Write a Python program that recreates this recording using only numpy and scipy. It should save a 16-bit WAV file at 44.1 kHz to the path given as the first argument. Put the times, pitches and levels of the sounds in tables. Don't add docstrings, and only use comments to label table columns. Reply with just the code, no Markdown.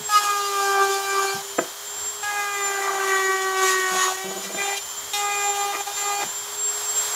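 import sys
import numpy as np
from scipy import signal
from scipy.fft import rfft, irfft
from scipy.io import wavfile
from scipy.ndimage import uniform_filter1d

SR = 44100
rng = np.random.default_rng(int(sys.argv[2]) if len(sys.argv) > 2 else 0)


def store_pcm(level_fs):
    pcm = np.round(np.clip(level_fs, -1, 1) * 32767).astype(np.int16)
    wavfile.write(sys.argv[1], SR, np.atleast_2d(pcm).T)


N = 315311
T = np.arange(N) / SR

# time_s, speed_hz (turns per second)
SHAFT_SPEED = [(0.0, 419.6), (0.11, 418.9), (0.35, 406.6), (0.63, 396.8), (0.87, 393.0), (1.04, 394.2),
               (1.29, 391.6), (1.85, 408.1), (2.27, 414.2), (2.69, 398.1), (3.22, 383.0), (3.58, 380.2),
               (3.91, 373.3), (4.09, 374.4), (4.58, 399.5), (4.77, 399.0), (5.15, 409.8), (5.6, 403.6),
               (5.82, 403.2), (5.97, 406.5), (6.26, 405.6), (6.63, 413.6), (7.15, 418.2)]
# time_s, level_db
FAN_WHINE = [(0, -36.5), (.3, -38.5), (.7, -45), (1.4, -37), (1.74, -47), (2.1, -31), (2.32, -43.5),
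             (2.7, -29.5), (2.95, -42), (3.15, -36), (3.8, -46), (3.98, -29), (4.3, -44), (4.64, -36.5),
             (5.1, -38.5), (5.38, -28), (5.68, -43.5), (6.06, -32), (6.5, -36), (6.62, -27), (6.94, -32),
             (7.1, -23)]
# start_s, end_s, level_db (before SHAKE_TRIM_DB)
BODY_LEAN = (1.39, 1.585, -42.5)
PRESSED_SHAKE = [-26, -27, -27, -24.5]
# offset_hz, level_db
COMMUTATOR_LINES = [(-123, -49.5), (0, -51.5), (123, -56)]
# time_s, level_db
AIR_LEVEL = [(0, -35.5), (1.5, -35.5), (2.2, -36), (4, -37), (5, -35), (6.3, -35), (6.6, -34),
             (7.15, -28.5)]
# frequency_hz, relative_db (per Hz)
AIR_SPECTRUM = [(270, -12.5), (550, 5.5), (1000, 12.5), (1700, 8), (2700, 2), (3300, 7), (5000, 6),
                (7000, 10), (8300, 3), (13500, 1.5), (15600, -4)]
# frequency_hz, relative_db (per Hz)
RUMBLE_SPECTRUM = [(20, -60), (40, -35), (65, 3), (160, -10), (300, -4.5), (900, -20.5)]
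# start_s, level_db
BENCH_THUDS = [(.002, -37), (1.339, -30), (1.605, -37), (4.538, -35), (6.24, -37)]
# time_s, buzz_level_db (pressure), brightness_db (per overtone), even_lift_db
BIT_PASSES = [
    [(.09, -29, -3, 7), (.178, -15, 2, -16), (.21, -28, -0.5, -3), (.3, -23.5, 1, -6), (.4, -26, -2, -7.5),
     (.52, -27, -1, -8), (.64, -23, -2.5, 2), (.74, -23, -1, 1), (.83, -20.5, -1.5, 1.5),
     (1.03, -29.5, -0.5, -1), (1.08, -29, 0, 6), (1.18, -25, 0, -3.5), (1.3, -26.5, 0, 4),
     (1.41, -39, -3, 6)],
    [(2.228, -30.5, -1.5, 8.5), (2.4, -26, 0, 6), (2.53, -30.5, 0, 2), (2.62, -27, -0.5, 2),
     (2.92, -29, -1, 5), (3.05, -27, -1.5, 3), (3.1, -22.5, 0.5, -1), (3.27, -23.5, 2, -3),
     (3.53, -26, -2, 4), (3.64, -19.5, 0, -0.5), (3.8, -22.5, 3.5, -10), (3.95, -27, -2, 5),
     (4.04, -24.5, 2, -7), (4.12, -30.5, -4, 7), (4.16, -34, 4.5, -10)],
    [(4.17, -35, -3, 3), (4.34, -37.5, -4.5, 5), (4.4, -42, -5.5, 10), (4.46, -43, 0, -4),
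     (4.556, -43, -5, 6), (4.59, -28.5, -1.5, 1), (4.73, -30, -2, 5.5), (4.8, -41, -0.5, 8)],
    [(5.133, -32, 3, 1), (5.2, -26.5, 1, 0), (5.42, -27, 1.5, 3), (5.56, -28.5, -1, 2),
     (5.71, -27.5, -0.5, 3), (5.75, -38.5, 1, -2), (5.81, -27, -0.5, 4), (5.848, -63, -3, -4),
     (5.875, -29, -1, 2), (5.95, -44.5, 1, 7), (5.98, -34.5, 1, 0), (6.13, -26, 0, 2),
     (6.18, -31.5, -0.5, 7), (6.23, -27.5, 1, 1), (6.27, -48, 1, 14)],
]
# relative_db of overtones 2, 3, 4, 5, 6
WOOD_RESPONSE = [(-7, -2.5, -5, -21, -10.5), (-6.5, 1, -4.5, -2.5, -9.5), (-4, -6, -6.5, 5, 3),
                 (4, 2, -7, -4, -4.5)]
# centre_s, half_length_s, chatter_lift_db, grit_lift_db
GLUE_SNAGS = [(0.14, 0.086, -5, 4), (0.239, 0.048, 12, 6.5), (0.78, 0.051, 5, -4), (1.24, 0.29, 7, 1.5),
              (2.24, 0.044, -13, 5), (2.923, 0.36, 13, 1), (3.09, .1, -0.5, 3), (3.696, 0.16, 5, 7.5),
              (4.023, 0.23, 10, 10.5), (4.447, 0.042, 9, 11), (4.66, 0.23, 11.5, 3.5),
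              (4.778, 0.014, 0, 11), (5.13, 0.11, -15, 11), (5.752, 0.042, 27.5, 3.5), (5.973, 0.093, 9, 9),
              (6.234, 0.044, 17.5, 0.5)]
# frequency_hz, relative_db (per Hz)
GRIT_SPECTRUM = [(600, -64), (1500, -33), (2500, 0.5), (3700, -0.5), (5000, -5.5), (7000, 7), (8200, -5.5),
                 (12000, -9.5), (15500, -18)]
# overtone_number, level_db (relative to the grit level)
HIGH_OVERTONES = [(7, -11), (9, -10.5), (12, -13), (17, -12), (21, -18), (28, -18), (36, -25)]
# high_overtone_lift_db, ring_hz, ring_height_db
BIT_RING = [(.5, 4900, 7), (-4, 3700, 4), (-1, 3600, 6), (-1, 3680, 7)]
# frequency_hz, relative_db, t60_s
DRAWER_MODES = [(190, -16, .05), (365, -5, .09), (500, -2, .03), (641, 0, .04), (830, -6, .025),
                (1020, -6, .025), (1276, -3, .03), (1560, -5, .03), (1950, -12, .025), (2514, -16, .03)]
# time_s, level_db
BODY_KNOCKS = [(1.584, -13.5), (1.588, -6), (4.547, -22), (5.767, -35), (6.191, -32), (6.226, -26.5)]
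# start_s, length_s, level_db
BIT_BOUNCES = [(3.911, 0.1, -43), (4.24, 0.12, -40), (4.35, 0.081, -40), (4.431, 0.15, -45),
               (4.562, 0.067, -43.5)]

HIGH_TONE_OFFSET_HZ, HIGH_TONE_DB = 7000, -59
FREE_SHAKE_DB, TOP_SPEED_HZ, FREE_DB_PER_HZ = -42, 414.3, 0.9
SHAKE_DB_PER_DB, WOOD_RING_HZ, WOOD_RING_DB_PER_HZ2, BUILD_S = 0.9, 387.3, .025, 0.052
SHAKE_TRIM_DB = -2.5
MAINS_HZ = 120
RUMBLE_DB = -55.5
THUD_HZ, THUD_T60_S = 157, .14
FIRM_DB = -25
ATTACK_S, RELEASE_S = 0.0019, 0.012
CHATTER_DB, CHATTER_DB_PER_DB = -38.5, 0.95
GRIT_DB, GRIT_DB_PER_DB = -37.5, 0.56
BASS_CUT_HZ, TREBLE_CUT_HZ = 48, 15720


def gain_of(db):
    return np.exp(np.asarray(db) * np.log(10) / 20)


def evened(x):
    return x / np.sqrt(np.mean(x ** 2) + 1e-20)


def curves(rows):
    time_s, *columns = np.transpose(rows)
    return [np.interp(T, time_s, column) for column in columns]


def by_pass(rows):
    later_starts_s = [rows_of_pass[0][0] for rows_of_pass in BIT_PASSES[1:]]
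    return np.array(rows)[np.searchsorted(later_starts_s, T)].T


def waver(rate_hz):
    knots = rng.standard_normal(N // 64 + 2)
    low_pass = 1 / (1 + (np.fft.rfftfreq(len(knots), 64 / SR) / rate_hz) ** 4)
    knots = evened(irfft(rfft(knots) * low_pass, len(knots)))
    ramps = np.diff(knots)[:, None] * np.arange(64) / 64
    return (knots[:-1, None] + ramps).ravel()[:N]


def noise(spectrum, patchy_db, band_hz=(0, SR)):
    frames, hz = N // 256 + 5, np.fft.rfftfreq(1024, 1 / SR)
    real, imag, patches = rng.standard_normal((frames, 513, 3)).T
    patches = evened(uniform_filter1d(uniform_filter1d(patches, 12, 0), 12, 1))
    points_hz, points_db = np.transpose(spectrum)
    shape = gain_of(np.interp(np.log(hz + 1), np.log(points_hz), points_db))
    in_band = (hz > band_hz[0]) & (hz < band_hz[1])
    share = np.sum(shape[in_band] ** 2) / np.sum(shape ** 2)
    bins = (real + 1j * imag) * shape[:, None] * gain_of(patchy_db * patches)
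    return evened(signal.istft(bins, nperseg=1024, noverlap=768)[1][:N]) / np.sqrt(share)


def overtone(turns, multiple, db, waver_db, waver_hz, jitter_rad):
    level = gain_of(db + waver_db * waver(waver_hz))
    phase = 2 * np.pi * (multiple * turns + rng.random()) + jitter_rad * waver(waver_hz)
    return np.sqrt(2) * level * np.cos(phase)


def butter(x, order, hz, kind):
    return signal.sosfilt(signal.butter(order, hz, kind, fs=SR, output="sos"), x)


def touch():
    on = 0
    for rows in BIT_PASSES:
        landing = (T - rows[0][0]) / ATTACK_S
        lift = (rows[-1][0] - T) / RELEASE_S + 1
        on = on + np.clip(np.minimum(landing, lift), 0, 1)
    return on


def snags(column):
    return sum(row[column] * np.clip(1 - abs(T - row[0]) / row[1], 0, 1) for row in GLUE_SNAGS)


def fan_whine(turns):
    whine = overtone(turns, 18, curves(FAN_WHINE)[0], waver_db=4, waver_hz=15, jitter_rad=.15)
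    high_tone_turns = turns + HIGH_TONE_OFFSET_HZ * T / 18
    return whine + overtone(high_tone_turns, 18, HIGH_TONE_DB, waver_db=2, waver_hz=6, jitter_rad=.15)


def shaft_shake(turns, speed_hz, on, press_db):
    free = gain_of(FREE_SHAKE_DB - FREE_DB_PER_HZ * np.clip(TOP_SPEED_HZ - speed_hz, 0, 12))
    lean_start_s, lean_end_s, lean_db = BODY_LEAN
    free += gain_of(lean_db) * np.clip(np.minimum(T - lean_start_s, lean_end_s - T) / 0.0069, 0, 1)
    ring_db = -WOOD_RING_DB_PER_HZ2 * (speed_hz - WOOD_RING_HZ) ** 2
    slow_press_db = uniform_filter1d(press_db, round(BUILD_S * SR))
    pressed = gain_of(by_pass(PRESSED_SHAKE) + ring_db + SHAKE_DB_PER_DB * slow_press_db)
    tone = overtone(turns, 1, SHAKE_TRIM_DB, waver_db=1.72, waver_hz=25.8, jitter_rad=0.027)
    return ((1 - on) * free + on * pressed) * tone


def commutator(turns):
    return sum(overtone(turns + offset_hz * T / 8, 8, db, waver_db=2, waver_hz=3, jitter_rad=.3)
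               for offset_hz, db in COMMUTATOR_LINES)


def cooling_air():
    throb = 1 + 0.056 * np.cos(2 * np.pi * MAINS_HZ * T)
    level = gain_of(curves(AIR_LEVEL)[0] + .5 * waver(6))
    return level * throb * noise(AIR_SPECTRUM, patchy_db=.8)


def rumble():
    return gain_of(RUMBLE_DB) * noise(RUMBLE_SPECTRUM, patchy_db=2.0)


def thuds():
    low = evened(butter(rng.standard_normal(N), 2, [0.89 * THUD_HZ, 1.43 * THUD_HZ], "band"))
    level = 0
    for start_s, db in BENCH_THUDS:
        since_s = np.maximum(T - start_s, 0)
        level = level + np.clip(since_s / 0.01, 0, 1) * gain_of(db - 60 * since_s / THUD_T60_S)
    return low * level


def drawer(blows):
    t = T[:4000]
    ring = sum(gain_of(db - 60 * t / t60_s) * np.sin(2 * np.pi * hz * t) for hz, db, t60_s in DRAWER_MODES)
    ring *= np.minimum(t / 0.00052, 1)
    ring = butter(ring, 3, 240, "high")
    return signal.oaconvolve(blows, ring / abs(ring).max())[:N]


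def buzz(turns, press_db, bright_db, even_db):
    gains = [gain_of(db + bright_db * (k - 4) + even_db * (k % 2 == 0))
             for k, db in enumerate(by_pass(WOOD_RESPONSE), 2)]
    total = np.linalg.norm(gains, axis=0)
    tones = [gain / total * overtone(turns, k, 0, waver_db=2.2, waver_hz=10, jitter_rad=.25)
             for k, gain in enumerate(gains, 2)]
    smear = sum(tone * waver(188) for tone in tones)
    lands = np.diff(np.floor(turns), prepend=0)
    sizes = rng.standard_normal(N) * gain_of(1.8 * waver(30))
    rattle = gain_of(-15.0) * evened(drawer(lands * sizes))
    chatter_level = gain_of(CHATTER_DB + CHATTER_DB_PER_DB * press_db + snags(column=2))
    return gain_of(FIRM_DB + press_db) * sum(tones) + chatter_level * (smear + rattle)


def grit(turns, speed_hz, press_db):
    puffs = evened(1 + .6 * np.cos(2 * np.pi * turns)) * gain_of(1.6 * waver(22))
    out = gain_of(-5) * puffs * noise(GRIT_SPECTRUM, patchy_db=1.2, band_hz=(3500, 6400))
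    lift_db, ring_hz, ring_height_db = by_pass(BIT_RING)
    number, number_db = np.transpose(HIGH_OVERTONES)
    for k in range(7, 37):
        ring_db = ring_height_db / (1 + ((k * speed_hz - ring_hz) / 330) ** 2)
        db = np.interp(k, number, number_db) + lift_db + ring_db
        out += overtone(turns, k, db, waver_db=4, waver_hz=18, jitter_rad=.55)
    return gain_of(GRIT_DB + GRIT_DB_PER_DB * press_db + snags(column=3)) * out


def knocks():
    blows = np.zeros(N)
    for time_s, db in BODY_KNOCKS:
        blows[round(time_s * SR)] = gain_of(db)
    return drawer(blows)


def workshop(x):
    grid = np.arange(300, SR // 3, 20)
    at = grid + rng.integers(0, 20, len(grid))
    taps = np.zeros(SR // 2)
    taps[at] = rng.choice([-1., 1.], len(at)) * gain_of(-60 * at / SR / 0.26)
    return signal.oaconvolve(x, taps / np.linalg.norm(taps))[:N]


def bounces(turns):
    level = 0
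    for start_s, length_s, db in BIT_BOUNCES:
        rise = (T - start_s) / 0.0059
        fall = (start_s + length_s - T) / 0.062
        level = level + gain_of(db) * np.clip(np.minimum(rise, fall), 0, 1)
    line = overtone(turns, .5, 0, waver_db=3, waver_hz=30, jitter_rad=.5)
    lands = np.diff(np.floor(turns / 2), prepend=0) * (1 + .9 * rng.standard_normal(N))
    rattle = butter(drawer(lands), 2, [330, 900], "band")
    return level * (line + gain_of(5.5) * evened(rattle))


def scene():
    speed_hz = curves(SHAFT_SPEED)[0]
    turns = np.cumsum(speed_hz) / SR
    buzz_db, bright_db, even_db = curves(np.vstack(BIT_PASSES))
    press_db, on = buzz_db - FIRM_DB, touch()
    sound = fan_whine(turns) + shaft_shake(turns, speed_hz, on, press_db) + commutator(turns)
    sound += cooling_air() + rumble() + thuds()
    sound += on * (buzz(turns, press_db, bright_db, even_db) + grit(turns, speed_hz, press_db))
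    hits = knocks()
    sound += hits + gain_of(-10) * workshop(hits)
    sound += bounces(turns)
    return np.array([sound, sound])


def record(dry):
    thin = butter(dry, 3, BASS_CUT_HZ, "high")
    low_pass = signal.firwin(511, TREBLE_CUT_HZ, window=("kaiser", 9), fs=SR)
    return signal.oaconvolve(thin, low_pass[None], "same")


dry = scene()
out = record(dry)
store_pcm(out)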